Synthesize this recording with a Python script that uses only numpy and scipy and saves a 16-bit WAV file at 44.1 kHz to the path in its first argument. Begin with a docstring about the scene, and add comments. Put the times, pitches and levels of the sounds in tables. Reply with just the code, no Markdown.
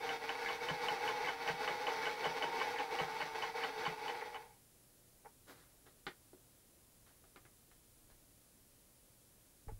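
"""Hand-cranked film projector

A cast-iron projector runs on a table in a small room. Gear teeth whir and rasp; five times a second
a pin ticks into the star wheel, which knocks on its lock. Once a crank turn a tight spot scuffs and
the base thumps. The machine runs down, then hands brush and tap it and let the gears rock in their
play. Under it all lie room rumble, hiss, a faint hum and a thin electronic whine."""
import sys
import numpy as np
from scipy import signal
from scipy.fft import rfft, irfft
from scipy.io import wavfile
from scipy.ndimage import uniform_filter1d

SR = 44100
rng = np.random.default_rng(int(sys.argv[2]) if len(sys.argv) > 2 else 0)


def log_audio(samples):
    """Write samples as a 16-bit WAV file to the path given in sys.argv[1]."""
    # one column per channel
    frames = np.atleast_2d(samples).T
    # limit to full scale, then quantise
    limited = np.clip(frames, -1, 1)
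    pcm = np.round(limited * 32767).astype(np.int16)
    wavfile.write(sys.argv[1], SR, pcm)


N = 431738
TIME = np.arange(N) / SR
CUTOFF_HZ = 15720

# drive strokes: (time [s], tick [dB], knock [dB], lull depth [dB], surge height [dB])
STROKES = [(0.0912, -33, -45, 7.5, 1.5), (0.2924, -32.5, -46, 1, 3.0), (0.488, -37, -41, 4.5, 7),
           (0.6863, -33.5, -41, 2, 6), (0.8844, -30.5, -45, 3, -0.5), (1.0773, -34.0, -38.5, 1.5, -0.5),
           (1.2726, -39, -37, 8, 3.5), (1.4764, -34, -36.5, 5.5, 6.5), (1.677, -32.0, -41.0, 4.5, 5),
           (1.8684, -33, -39.5, 1.0, -1), (2.0552, -35.5, -37.5, 5, 1), (2.242, -33, -37.5, 1.5, 3.5),
           (2.4239, -31.5, -37.5, 3.5, 4), (2.601, -38.0, -37.5, -0.5, 2.5), (2.7866, -38.0, -38, 4.5, 6),
           (2.9878, -35, -36, 2, -3), (3.2048, -35.5, -38, 7.5, 5.5), (3.4227, -34.5, -41, 5, 8.0),
           (3.6359, -33.5, -42, 7, 5), (3.8526, -36, -36.5, 6, -2.5), (4.08, -38.5, -43, -1, 4),
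           (4.3452, -43, -48.0, 3, -4)]
# iron frame: (frequency [Hz], width [Hz], gear-driven level [dB], knock-driven level [dB])
FRAME_MODES = [(148, 50, -23.5, -30), (256, 27, -15, -19), (362.5, 36, -9.5, -17), (435.5, 30.4, 4.5, 3.5),
               (475.4, 45.5, 4, 6.5), (604.5, 19, -7, 0), (683, 13.5, -10.5, 1), (774, 27.4, 2, 3.5),
               (841.6, 27.6, 4.5, 7.5), (894, 23.4, 1, -14), (929.3, 17.4, 2.5, 2), (1050, 45, -8, 6),
               (1152, 23, -15.5, -2.5), (1198, 29, -27, -22), (1396, 29, -12.5, -2.5), (1470, 28, -11, 4),
               (1548, 41, -15.5, 3), (1656, 113, -17, -5.5), (1954, 83, -13.5, -10.5), (2140, 52, -14, -2),
               (2237, 44, -8.5, -2), (2290, 36, -20, -19), (2614, 30, -13.5, -34), (3657, 26, -18, -24),
               (4492, 66, -19, -12)]
# dense small resonances under a knock: (frequency [Hz], relative density [dB])
KNOCK_SPECTRUM = [(100, -26), (300, -9), (1000, 1), (2200, 1), (3300, -8), (5000, -17.5), (7000, -24),
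                  (15000, -45.5)]


def from_db(db):
    """Decibels to gain."""
    return 10 ** (np.asarray(db) / 20)


def unit_power(x):
    """Scale to unit power."""
    return x / np.sqrt(np.mean(x ** 2) + 1e-20)


def even(x, span_s):
    """Hold unit power over a sliding span."""
    return x / np.sqrt(np.abs(uniform_filter1d(x ** 2, int(span_s * SR))) + 1e-12)


def drift(per_s):
    """Random wander, spread near 1."""
    return np.interp(TIME * per_s, np.arange(2000), rng.standard_normal(2000))


def add(track, start_s, sound):
    """Mix a sound in at a time."""
    at = int(np.clip(start_s * SR, 0, N - 1))
    track[at:at + len(sound)] += sound[:N - at]


def through(x, response):
    """Convolve with a response scaled to unit energy."""
    return signal.oaconvolve(x, response / np.linalg.norm(response))[:N]


def ring(x, modes, order=1):
    """Parallel damped modes of alternating sign; order 2 gives a softer swell and steeper skirts."""
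    t, response = TIME[:SR // 2], 0
    for k, (hz, width_hz, db) in enumerate(modes):
        decay = np.pi * width_hz * np.sqrt(order)
        envelope = decay * (decay * t) ** (order - 1) * np.exp(-decay * t)
        response = response + (-1) ** k * from_db(db) * envelope * np.sin(2 * np.pi * hz * t)
    return through(x, response)


def colour(x, spectrum, size=8192):
    """Minimum-phase filter with the given spectral shape."""
    hz, db = np.transpose(spectrum)
    grid_hz = np.maximum(np.arange(size // 2 + 1) * SR / size, 1)
    magnitude = from_db(np.interp(np.log(grid_hz), np.log(hz), db))
    cepstrum = irfft(np.log(magnitude))
    cepstrum[1:size // 2] *= 2
    cepstrum[size // 2 + 1:] = 0
    return through(x, irfft(np.exp(rfft(cepstrum))))


def soften(x, cutoff_hz):
    """A soft contact carries little treble."""
    return signal.sosfilt(signal.butter(2, cutoff_hz, fs=SR, output="sos"), x + 1e-18)


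def grains(per_s, spread_db):
    """Tiny random impacts of uneven size; unit power."""
    sizes = from_db(spread_db * np.minimum(rng.exponential(1, N), 4))
    signs = rng.choice([-1, 1], N)
    return unit_power(sizes * signs * (rng.random(N) < per_s / SR))


def blow(crack_db, t60_s):
    """One contact: a click, then decaying chatter."""
    t = TIME[:SR // 4]
    force = rng.standard_normal(len(t)) * from_db(-60 * t / t60_s)
    force[0] += from_db(crack_db)
    return force


def blows(rows, crack_db, t60_s):
    """Force of a series of contacts: (time [s], level [dB])."""
    force = np.zeros(N)
    for start_s, db in rows:
        add(force, start_s, from_db(db) * blow(crack_db, t60_s))
    return force


def room(x, t60_s=0.15, tail_db=-3, onset_s=0.0077):
    """Direct sound, near echoes and a short diffuse tail."""
    # near walls and table top: (delay [s], level [dB])
    echoes = [(.0062, -14.5), (0.011, -6.5), (0.014, -12.5), (0.0216, -19.5)]
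    t = TIME[:SR // 2]
    tail = rng.standard_normal(len(t)) * from_db(-60 * t / t60_s) * (1 - np.exp(-t / onset_s))
    response = from_db(tail_db) * tail / np.linalg.norm(tail)
    response[0] = 1
    for delay_s, db in echoes:
        response[int(delay_s * SR)] += from_db(db)
    return through(x, response)


def background(floor_db=-67.28, hum_hz=121, hum_rms_db=-82.5, whine_hz=256):
    """Room rumble, hiss, hum and a whine whose partials are in phase, like a train of tiny spikes."""
    # still room and hiss: (frequency [Hz], relative density [dB])
    floor_spectrum = [(12, -44), (20, 0), (49, -2), (90, -4.5), (112, -1.5), (144, -6.5), (298, -8),
                      (400, -11), (560, -11.5), (760, -17), (1200, -20), (2500, -22), (5230, -20.5),
                      (9660, -18.5), (15500, -24.5)]
    # envelope of the whine's partials: (frequency [Hz], RMS level [dB])
    whine_spectrum = [(7000, -98), (7680, -89), (7936, -100), (9216, -88), (9728, -84), (9984, -84),
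                      (10400, -84.5), (11264, -97), (11520, -88), (12900, -87), (13400, -88), (13824, -88),
                      (14850, -99), (15600, -85.5)]
    hz, db = np.transpose(whine_spectrum)
    partials_hz = whine_hz * np.arange(np.ceil(hz[0] / whine_hz), CUTOFF_HZ / whine_hz)
    whine = sum(from_db(np.interp(f, hz, db)) * np.cos(2 * np.pi * f * TIME) for f in partials_hz)
    hum = from_db(hum_rms_db) * np.sin(2 * np.pi * hum_hz * TIME)
    floor = from_db(floor_db) * colour(rng.standard_normal(N), floor_spectrum)
    return floor + np.sqrt(2) * (whine + hum)


def stroke_count():
    """Strokes made at each sample; integers fall on the ticks."""
    tick_s = np.array(STROKES)[:, 0]
    padded_s = np.r_[2 * tick_s[0] - tick_s[1], tick_s, 2 * tick_s[-1] - tick_s[-2]]
    return np.interp(TIME, padded_s, np.arange(len(padded_s)) - 1)


def tooth_load(strokes, stopping_s=(4.41, 4.65)):
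    """Growl, ring and rasp gains: in each stroke the teeth go slack, then catch up in a surge."""
    # the hand's slow push: (time [s], low growl [dB], middle ring [dB], high rasp [dB])
    push = [(0.0, -49.0, -46.0, -54), (0.55, -51.0, -49.5, -55), (0.85, -50, -45.5, -54.5),
            (1.2, -47, -42.0, -53.5), (1.45, -52.5, -47.5, -54.5), (1.9, -48.5, -44, -54),
            (2.15, -48.5, -46.5, -53.5), (2.55, -49.5, -43.5, -54.5), (2.9, -50, -45, -56),
            (3.3, -52, -46, -55), (3.85, -50, -48.5, -56.5), (4.1, -51, -45, -56.5),
            (4.3, -59.5, -54.5, -67), (4.47, -60.5, -56, -69)]
    # response of growl, ring and rasp: (lull share [ratio], surge share [ratio])
    shares = [(0.93, 0.92), (0.65, 0.5), (1.0, 0.53)]
    push_s, *bands_db = np.transpose(push)
    push_gains = from_db([np.interp(TIME, push_s, db) for db in bands_db])
    row = np.clip(np.floor(strokes).astype(int), 0, len(STROKES) - 1)
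    _, _, _, depth_db, height_db = np.transpose(STROKES)
    phase = strokes % 1
    lull_db = depth_db[row] * np.exp(-0.5 * ((phase - 0.51) / 0.11) ** 2)
    surge_db = height_db[row] * np.exp(-0.5 * ((phase - 0.7) / 0.088) ** 2)
    run_down = np.interp(TIME, stopping_s, [1, 0]) ** 2
    return push_gains * from_db(np.array(shares) @ [-lull_db, surge_db]) * run_down


def gears(teeth_per_stroke=32, wobble=0.035, bite_db=2, flutter_db=1.5, splits_hz=(650, 1300)):
    """Teeth mesh, rattle and rub; returns the frame's whir and the dry rasp."""
    strokes = stroke_count()
    growl_gain, ring_gain, rasp_gain = tooth_load(strokes) * from_db(flutter_db * drift(45))
    mesh_hz = teeth_per_stroke * np.gradient(strokes) * SR
    # uneven cranking makes the pitch wander
    teeth = np.cumsum(mesh_hz * (1 + wobble * drift(14))) / SR
    pulses = np.diff(np.floor(teeth), prepend=0) - mesh_hz / SR
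    mesh = unit_power(pulses) * np.sqrt(np.mean(mesh_hz > 0))
    # pressure rises with every tooth
    bite = from_db(bite_db * np.cos(2 * np.pi * teeth))
    force = from_db(-2) * mesh + grains(per_s=1500, spread_db=2.94) * bite
    # each part of the train drives its own range of modes
    modes = np.array(FRAME_MODES)[:, :3]
    bands = np.split(modes, np.searchsorted(modes[:, 0], splits_hz))
    low, middle, high = [ring(force, band, order=2) for band in bands]
    whir = (from_db(0.5) * growl_gain * even(low, span_s=0.051)
            + from_db(0.15) * ring_gain * even(middle, span_s=0.061)
            + from_db(5) * rasp_gain * even(high, span_s=0.041))
    # dense small resonances under the teeth: (frequency [Hz], relative density [dB])
    rasp_spectrum = [(60, -13.5), (130, -7.5), (300, -1.5), (700, 0), (1200, 2), (1600, -1), (2300, 0.5),
                     (2900, -4), (4600, -6), (5800, -9.5), (6800, -20), (9000, -22.5), (15000, -26)]
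    rubbing = from_db(6.5) * rasp_gain * bite * grains(per_s=3000, spread_db=2.37)
    return whir, colour(rubbing, rasp_spectrum)


def intermittent_drive(knock_lag_s=0.0099, bounce_lag_s=0.009):
    """The pin ticks into the star wheel, which knocks its lock and bounces; returns ring, dry clack."""
    # star wheel: (frequency [Hz], width [Hz], level [dB])
    star_modes = [(2560, 150, -18.5), (2785, 110, -8.5), (2880, 50, -5), (2999, 36, 7)]
    tick_s, tick_db, knock_db, _, _ = np.transpose(STROKES)
    knock_s = tick_s + knock_lag_s
    tick = blows(zip(tick_s, tick_db), crack_db=22.5, t60_s=0.025)
    knock = blows(zip(knock_s, knock_db), crack_db=18, t60_s=0.053)
    bounce = from_db(-5) * blows(zip(knock_s + bounce_lag_s, knock_db), crack_db=14.5, t60_s=0.069)
    short_tick = blows(zip(tick_s, tick_db), crack_db=22.5, t60_s=0.0034)
    clack = colour(from_db(-5) * tick + from_db(-1.5) * knock + bounce, KNOCK_SPECTRUM)
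    clink = ring(short_tick + from_db(-0.5) * knock + bounce, star_modes)
    frame = ring(knock + from_db(-12) * tick, np.array(FRAME_MODES)[:, [0, 1, 3]])
    return from_db(-5.5) * clink + from_db(5) * frame, clack


def once_a_turn(first_stroke, turns=5, strokes_per_turn=4):
    """Times [s] of the same stroke in successive crank turns."""
    return np.array(STROKES)[first_stroke::strokes_per_turn, 0][:turns]


def scuffs(lead_s=0.028, level_db=-41):
    """A tight spot in the gears scuffs once a turn, just ahead of a stroke."""
    # scuffed gear: (frequency [Hz], width [Hz], level [dB])
    gear_modes = [(1500, 150, -19), (1650, 120, -1.5), (2220, 340, -6)]
    contacts = [(s - lead_s, level_db) for s in once_a_turn(first_stroke=2)]
    contacts.append((4.211, -45.5))  # once more as the hand eases off
    return ring(blows(contacts, crack_db=19.5, t60_s=0.16), gear_modes)


def thumps(lag_s=0.025, thump_db=-42.5, rock_back_db=-53, rebound_s=0.0355, rebound_db=-8):
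    """The base rocks to and fro once a turn, settling each time; later the table takes soft bumps."""
    # base on its stand: (frequency [Hz], width [Hz], level [dB])
    base_modes = [(129, 36, -9), (159.6, 17, 10), (270, 37, -11)]
    # table: (frequency [Hz], width [Hz], level [dB])
    table_modes = [(29, 7.6, 11), (49, 17, 2.5), (99, 7.2, 6.5), (160, 23, -9), (290, 120, -20.5)]
    # bumps against the table: (time [s], level [dB])
    bumps = [(8.04, -71), (8.11, -66), (9.67, -48), (9.718, -46.5)]
    contacts = [(s + lag_s, thump_db) for s in once_a_turn(first_stroke=3)]
    contacts += [(s + lag_s, rock_back_db) for s in once_a_turn(first_stroke=4, turns=4)]
    rock = blows(contacts, crack_db=22.5, t60_s=0.0022)
    settle = blows(np.array(contacts) + [rebound_s, rebound_db], crack_db=25, t60_s=0.0017)
    bump = blows(bumps, crack_db=33.5, t60_s=0.002)
    return ring(rock + settle, base_modes) + ring(bump, table_modes)


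def backlash():
    """Slack teeth meet softly and ring the frame; a light pinion hardly moves its lowest modes."""
    # teeth meeting across their play: (time [s], level [dB], low cut [Hz])
    contacts = [(4.218, -37.5, 750), (4.346, -46, 650), (4.359, -50, 650), (5.248, -59, 505),
                (5.2577, -51, 640), (9.683, -52.5, 403), (9.69, -53, 397)]
    force = np.zeros(N)
    for start_s, db, low_cut_hz in contacts:
        contact = soften(blow(crack_db=22.5, t60_s=0.0055), cutoff_hz=1080)
        low_cut = signal.butter(2, low_cut_hz, "high", fs=SR, output="sos")
        add(force, start_s, from_db(db) * signal.sosfilt(low_cut, contact))
    frame = ring(force, np.array(FRAME_MODES)[:, :3])
    clack = room(colour(force, KNOCK_SPECTRUM))
    return from_db(8) * frame + from_db(1) * clack


def brushing():
    """Skin and sleeve slide over the casting in swells of tiny impacts."""
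    # slides: (start [s], level [dB], length [s])
    slides = [(5.465, -54, 0.073), (5.53, -66, 0.16), (5.853, -64.5, 0.048), (7.048, -70, 0.095),
              (8.082, -68.5, 0.059)]
    # dense small resonances under a slide: (frequency [Hz], relative density [dB])
    brush_spectrum = [(120, -18), (300, 5.5), (700, -2), (1600, -1), (2600, -10), (4000, -8), (6500, -18),
                      (15000, -18)]
    envelope = np.zeros(N)
    for start_s, db, length_s in slides:
        age = np.maximum(TIME - start_s, 0) / length_s * np.e
        envelope += from_db(db) * (age * np.exp(1 - age)) ** 2
    return colour(envelope * grains(per_s=4000, spread_db=2.96), brush_spectrum)


def taps():
    """Each tap strikes, crunches and shakes loose parts; returns the housing's ring, dry chatter."""
    # hand and crank handle on the machine: (time [s], level [dB], treble cutoff [Hz])
    contacts = [(5.866, -64.5, 4000), (6.067, -41, 7600), (6.0715, -40, 379), (6.0741, -49, 3500),
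                (6.0821, -44, 380), (6.332, -46.5, 377), (7.064, -71, 4000), (7.239, -67.5, 2000),
                (7.3602, -55.5, 3700), (7.365, -59, 1900), (7.452, -61, 2400), (7.714, -66, 4000)]
    # crank and housing: (frequency [Hz], width [Hz], level [dB])
    housing_modes = [(290, 18, 2.5), (372, 63, 4.5), (660, 54, -10), (730, 32, 0), (1100, 78, -12),
                     (1200, 30, 7), (1380, 36, 4), (1530, 77, -8), (1940, 39, -10), (2120, 22, 6),
                     (2500, 140, -18), (2900, 60, -3), (3840, 310, -4.5)]
    # dense small resonances under a tap: (frequency [Hz], relative density [dB])
    tap_spectrum = [(70, -25), (160, -13), (240, -8), (370, -2), (500, -6), (750, -3), (1250, -2.5),
                    (2300, -3.5), (3100, -8.5), (4100, -11), (5500, -16), (7000, -28), (15000, -33)]
    strikes, chatter = np.zeros((2, N))
    for start_s, db, cutoff_hz in contacts:
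        strike = blow(crack_db=21, t60_s=0.0015)
        crunch = from_db(1) * blow(crack_db=0, t60_s=0.012)
        loose_parts = blow(crack_db=1, t60_s=0.055)
        add(strikes, start_s, from_db(db) * soften(strike, cutoff_hz))
        add(chatter, start_s, from_db(db) * soften(crunch + loose_parts, cutoff_hz))
    return from_db(0.5) * ring(strikes, housing_modes), from_db(3) * colour(chatter, tap_spectrum)


def scene():
    """Mono mix: the iron rings directly, the sharp sounds scatter round the room."""
    whir, rasp = gears()
    drive_ring, clack = intermittent_drive()
    housing_ring, chatter = taps()
    sharp = room(rasp + clack + chatter + brushing() + scuffs())
    return (whir + drive_ring + housing_ring + backlash() + thumps() + sharp + background())[None]


def record(dry):
    """Steep low-pass."""
    return signal.sosfilt(signal.ellip(12, 0.1, 80, CUTOFF_HZ, fs=SR, output="sos"), dry)


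dry = scene()
out = record(dry)
log_audio(out)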